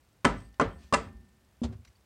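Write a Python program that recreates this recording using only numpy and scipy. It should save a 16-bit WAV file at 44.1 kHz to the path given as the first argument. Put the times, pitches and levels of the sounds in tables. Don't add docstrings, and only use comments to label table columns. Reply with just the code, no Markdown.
import sys
import numpy as np
from scipy import signal
from scipy.fft import rfft, irfft, next_fast_len
from scipy.io import wavfile
from scipy.ndimage import map_coordinates

SR = 44100
rng = np.random.default_rng(int(sys.argv[2]) if len(sys.argv) > 2 else 0)


def voltage_ratio(decibels):
    exponent = np.asarray(decibels, float) / 20
    return 10 ** exponent


def to_wav(sig):
    pcm = np.clip(np.atleast_2d(sig), -1, 1) * 32767
    pcm = np.round(pcm).astype(np.int16)
    wavfile.write(sys.argv[1], SR, pcm.T)


N = 90404

RISE_S, SOFT_RISE_S = 0.00046, 0.0013
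MODE_SCATTER_DB, PITCH_SCATTER = 2.5, 0.006


def along(points, hz):
    f, v = np.transpose(points)
    return np.interp(np.log(hz + 1), np.log(f + 1), v)


def filtered(x, response):
    m = next_fast_len(len(x) + 8192)
    hz = np.fft.rfftfreq(m, 1 / SR)
    return irfft(rfft(x, m) * response(hz), m)[:len(x)]


def noise(spectrum, size):
    x = filtered(rng.standard_normal(size), lambda hz: voltage_ratio(along(spectrum, hz)))
    return x / x.std()


def add(x, s, part):
    i = round(s * SR)
    x[i:i + len(part)] += part[:len(x) - i]


def ring(modes, rise_s):
    t = np.arange(SR // 2) / SR
    hz, db, t60 = np.transpose(modes)[..., None]
    db = db + MODE_SCATTER_DB * rng.standard_normal(db.shape)
    hz = hz * (1 + PITCH_SCATTER * rng.standard_normal(hz.shape))
    rings = voltage_ratio(db - 60 * t / t60) * np.sin(2 * np.pi * hz * t)
    return -rings.sum(0) * (1 - np.exp(-t / rise_s))


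def burst(spectrum, t60, rise_s):
    t = np.arange(SR // 4) / SR
    return noise(spectrum, len(t)) * voltage_ratio(-60 * t / t60) * (1 - np.exp(-t / rise_s))


# hz, t60_s
ROOM = [(100, 0.5), (300, .33), (1000, 0.28), (3000, .3), (9000, 0.18), (13000, .078)]
# hz, level_db
ROOM_DB = [(100, -2.5), (300, -7), (1000, -7), (3000, -11), (9000, -9)]


def room(x, wet_db=0):
    hz, t, z = signal.stft(rng.standard_normal(SR // 2), SR, nperseg=256)
    t60 = along(ROOM, hz)[:, None]
    decay = voltage_ratio(along(ROOM_DB, hz)[:, None] - 60 * t / t60)
    decay = decay / np.sqrt(t60 * SR / 14)
    tail = signal.istft(z * decay, SR, nperseg=256)[1]
    direct = np.pad(x, (0, len(tail) + 199))
    answer = np.pad(signal.fftconvolve(x, tail), (200, 0))
    return direct + voltage_ratio(wet_db) * answer


# hz, level_db_per_hz
HISS = [(12, -28.5), (20, -28.5), (65, 0.5), (241, -19), (301, -18), (607, -22), (897, -24.5),
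        (1060, -24.5), (16000, -40)]


def hiss():
    return voltage_ratio(-64.5) * noise(HISS, N)


# hz, level_db_per_hz
TICK = [(2000, -30), (4800, -3), (6500, -11), (8300, -0.5), (11000, -30.5)]


def ticks():
    out = np.zeros(N)
    first_s, every_s = 0.01, 0.04
    for s in np.arange(first_s, N / SR, every_s):
        level_db = -69.5 + rng.normal(0, 1.4)
        add(out, s - 0.002, voltage_ratio(level_db) * burst(TICK, t60=0.024, rise_s=0.00044))
    return out


# pitch_hz, level_db, t60_s
MOLD = [(997.5, 3, .04), (1075, -0.5, 0.029), (1180, 1, .06), (1307, -3, 0.074), (1455, -7, .063),
        (1530, -10, .045), (1718, -7, 0.068), (2004, -6, 0.06), (2280, -15.5, .03), (2400, -14.5, .025),
        (2740, -12.5, .029), (3120, -14, 0.043)]
# pitch_hz, level_db, t60_s
BASE = [(393, 0, .06), (447.4, -5, 0.12), (554.5, -2.5, 0.067), (589.7, 0.5, .06), (683, 0, 0.063),
        (793, -3, 0.075)]
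# pitch_hz, level_db, t60_s
TABLE = [(124.44, -11, 0.049), (174.5, -0.5, 0.069), (211, -4.5, 0.069), (240, -1, 0.057),
         (282.8, -1, 0.066)]
# hz, level_db_per_hz
CRACK = [(880, -33), (1500, -12), (2300, 1.5), (2740, -8.5), (3250, -9.5), (4330, -10), (8570, -13),
         (16000, -64.5)]
# start_s, wall_db, base_db, thud_db, crack_db
BANGS = [(0.2465, -22, -23.5, -22.5, -26.5), (0.2500, -15.5, -22.5, -27.5, -20.5),
         (0.2512, -17, -24.5, -31, -20.5), (0.2570, -24, -20.5, -17, -31.5),
         (0.5973, -26, -21.5, -24.5, -31.5), (0.6003, -28, -27, -25.5, -34),
         (0.6123, -27, -22.5, -27.5, -31.5), (0.619, -26.5, -26, -24, -39.5),
         (0.9255, -26.5, -22.5, -26, -27), (0.9364, -23, -25, -26.5, -24), (.940, -26, -23.5, -29, -19.5),
         (.944, -24.5, -28.5, -30.5, -21.5), (0.948, -24.5, -27.5, -30, -35.5)]


def bangs():
    out = np.zeros(N)
    for s, wall_db, base_db, thud_db, crack_db in BANGS:
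        blow = voltage_ratio(wall_db - 4) * ring(MOLD, RISE_S)
        blow += voltage_ratio(base_db - 4) * ring(BASE, RISE_S)
        blow += voltage_ratio(thud_db - 2.5) * ring(TABLE, SOFT_RISE_S)
        blow_crack = burst(CRACK, t60=0.022, rise_s=RISE_S)
        add(blow, 0, voltage_ratio(crack_db) * blow_crack)
        add(out, s, room(blow))
    return out


# hz, level_db_per_hz
SHUDDER = [(120, -40.5), (300, -3.5), (400, 1), (800, -3.5), (1500, -4.5), (3200, -17), (6000, -32),
           (12000, -60)]
# start_s, level_db, t60_s
SHUDDERS = [
    (.249, -28, .28),
    (.599, -29, 0.27),
    (.927, -31, .28),
    (1.635, -51, 0.28),
    (1.724, -52, .1),
]


def shudders():
    out = np.zeros(N)
    for s, db, t60 in SHUDDERS:
        add(out, s, voltage_ratio(db) * burst(SHUDDER, t60, rise_s=0.005))
    return out


# start_s, level_db, pitch_hz, t60_s
KNOCKS = [(0.2493, -8.5, 1106, 0.029), (.2505, -15.5, 2040, 0.029), (0.25, -19.5, 1500, 0.06),
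          (0.2557, -11, 241, 0.075), (0.598, -8, 1045, 0.048), (0.5984, -15, 1452, 0.038),
          (.606, -21, 1003, .03), (.613, -15, 1354, 0.042), (.613, -17, 547, 0.075),
          (.618, -11, 264, 0.047), (0.9243, -10.5, 1110, .04), (.927, -18, 210, 0.057),
          (.935, -12.5, 594, 0.047), (0.9381, -8.5, 1197, 0.037), (0.936, -22.5, 2728, .09),
          (0.946, -19.5, 1002, 0.046), (.947, -19.5, 583, 0.034), (.986, -34.5, 1180, 0.14)]


def knocks():
    out, t = np.zeros(N), np.arange(SR // 4) / SR
    rise_s, damping = 0.0015, 0.71
    swell = 1 - np.exp(-(t / rise_s) ** 2)
    for s, db, hz, t60 in KNOCKS:
        decay = voltage_ratio(db - 60 * t / t60 / damping)
        add(out, s, -decay * swell * np.sin(2 * np.pi * hz * t))
    return room(out, wet_db=-8)[:N]


# pitch_hz, level_db, t60_s
METAL = [(797, -55, .7), (1190, -55, .28), (1798, -58, 1.15)]
# pitch_hz, level_db, t60_s
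SHELF = [(160, -4, 0.73), (211, 1, 1), (256, -2, 0.76), (366, -8.5, 1)]
# start_s, pan_db, shelf_db
METAL_HITS = [
    (.254, 0, -58),
    (.609, -1, -50),
    (.942, 0, -44),
]


def metal():
    out, t = np.zeros(N), np.arange(SR) / SR
    swell = 1 - np.exp(-t / 0.018)
    for s, pan_db, shelf_db in METAL_HITS:
        for modes, hit_db, waver_rad in ((METAL, pan_db, 0.39), (SHELF, shelf_db, 1.5)):
            hz, db, t60 = np.transpose(modes)[..., None]
            drift = rng.standard_normal((len(hz), 34))
            places = np.broadcast_arrays(np.arange(len(hz))[:, None], 30 * t)
            phase = waver_rad * map_coordinates(drift, places)
            rings = voltage_ratio(hit_db + db - 60 * t / t60) * np.sin(2 * np.pi * hz * t + phase)
            add(out, s, rings.sum(0) * swell)
    return out


# start_s, level_db, pitch_hz, t60_s
BOOMS = [(.262, -33.5, 50.8, 0.32), (.358, -42.5, 99.44, 0.21), (0.427, -49.5, 55.7, 0.35),
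         (0.629, -36, 51.3, 0.25), (0.654, -37, 98.8, 0.11), (.749, -44.5, 71, .16), (.83, -49, 64.3, .14),
         (0.953, -39, 58.3, 0.28), (1.041, -44.5, 89.3, .24), (1.132, -43, 56.4, 0.23),
         (1.169, -52, 88, .2), (1.634, -31, 71, .15), (1.685, -38, 110, 0.13), (1.722, -42.5, 100.4, 0.091),
         (1.749, -38.5, 92, 0.063), (1.786, -44, 82, 0.081), (1.808, -53, 110, .1), (1.865, -59, 59.8, .12),
         (1.889, -56.5, 90, 0.086)]


def booms():
    out, t = np.zeros(N), np.arange(SR // 2) / SR
    for s, db, hz, t60 in BOOMS:
        swell = 1 - np.exp(-(t / (0.1 * t60)) ** 2)
        decay = voltage_ratio(db + 13 - 60 * t / t60)
        add(out, s, decay * swell * np.sin(2 * np.pi * hz * t))
    return out


# hz, level_db_per_hz
RUSTLE = [(530, -24.5), (900, -12.5), (1880, -6), (2110, -7), (5850, -10), (14000, -33)]
# start_s, level_db, length_s
RUSTLES = [
    (1.848, -60, 0.013),
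    (1.872, -67, .02),
    (1.952, -79, .015),
    (.81, -68.5, .08),
    (0.54, -70, 0.016),
    (.33, -67, .17),
    (0.78, -69, 0.17),
    (1.9, -76.5, .037),
    (1.0, -68, .12),
]


def rustles():
    out, t = np.zeros(N), np.arange(SR // 4) / SR
    for s, db, length in RUSTLES:
        steps = rng.standard_normal(len(t) // 128 + 1)
        grain = voltage_ratio(2.3 * np.repeat(steps, 128)[:len(t)])
        shape = np.sin(np.pi * np.clip(t / length, 0, 1) ** 0.5)
        add(out, s, room(voltage_ratio(db) * shape * grain * noise(RUSTLE, len(t))))
    return out


# start_s, level_db, pitch_hz, length_s, width_hz
RATTLES = [(.35, -70, 8250, .12, 450), (.39, -71, 3150, .035, 150), (.44, -78, 4700, .05, 200),
           (.68, -70, 3150, .06, 150), (.68, -74, 4450, .04, 100), (.77, -75, 4450, .04, 80),
           (.68, -77, 8400, .15, 800), (.815, -74, 2550, .055, 200), (.815, -78, 5900, .03, 150),
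           (.87, -76, 5950, .022, 150), (.68, -86, 11800, .04, 40), (1.01, -84, 11800, .045, 40),
           (1.0, -70, 4700, .045, 150), (1.01, -67, 3200, .045, 150), (1.03, -75, 8400, .06, 600),
           (1.848, -67, 2150, .012, 250), (1.872, -66, 2250, .013, 300), (1.872, -70, 5900, .016, 200),
           (1.872, -72, 3950, .01, 300), (1.953, -73, 4600, .011, 120)]


def rattles():
    out, t = np.zeros(N), np.arange(SR // 4) / SR
    for s, db, hz, length, width in RATTLES:
        buzz = filtered(rng.standard_normal(len(t)), lambda f: np.exp(-((f - hz) / width) ** 2))
        shape = np.sin(np.pi * np.clip(t / length / 1.3, 0, 1) ** 0.7)
        add(out, s, voltage_ratio(db) * shape * buzz / buzz.std())
    return out


# pitch_hz, level_db, t60_s
COUNTER = [(110, -9, 0.072), (156.4, -11.5, 0.078), (232.7, -1.5, .1), (295, -18, 0.083),
           (378.5, -13, 0.099), (477, -21.5, 0.11)]
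# hz, level_db_per_hz
SLAP = [(290, -48), (500, -6.5), (831, -8.5), (2130, -24.5), (3440, -17.5), (8090, -28.5), (16000, -67)]
# start_s, thud_db, slap_db
LANDINGS = [
    (1.617, -23, -49),
    (1.633, -29.5, -31),
    (1.6463, -23, -40.5),
    (1.691, -35.5, -79.5),
    (1.712, -33, -72.5),
    (1.723, -42.5, -52),
    (1.788, -58, -77.5),
]


def landings():
    out = np.zeros(N)
    for s, thud_db, slap_db in LANDINGS:
        blow = voltage_ratio(thud_db) * ring(COUNTER, SOFT_RISE_S)
        add(blow, 0, voltage_ratio(slap_db) * burst(SLAP, t60=0.072, rise_s=0.0053))
        add(out, s, room(blow, wet_db=-9.5))
    return out


# start_s, length_s, level_db
SPREADS = [
    (0.596, .045, -9),
    (0.931, 0.022, -5.5),
    (1.628, 0.025, -8),
]


def treble_spread(mid):
    t = np.arange(N) / SR
    gate = np.zeros(N)
    for s, length, db in SPREADS:
        to_edge_s = np.minimum(t - s, s + length - t)
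        gate += voltage_ratio(db) * np.clip(to_edge_s / 0.0072, 0, 1)
    return gate * filtered(mid, lambda hz: (hz > 4400) * np.exp(1j * hz / 300))


def scene():
    mid = hiss() + ticks()
    mid += bangs() + shudders() + knocks()
    mid += metal() + booms() + rustles() + rattles()
    mid += landings()
    side = treble_spread(mid)
    return np.array([mid + side, mid - side])


def roll_off(x):
    return signal.sosfilt(signal.butter(12, 16170, fs=SR, output="sos"), x)


def record(dry):
    low_hz, top_hz = 34.4, 16050
    mic = lambda hz: (hz < top_hz) * (1j * hz / (low_hz + 1j * hz)) ** 2
    mix = np.array([filtered(channel, mic) for channel in dry])
    return roll_off(mix)


dry = scene()
out = record(dry)
to_wav(out)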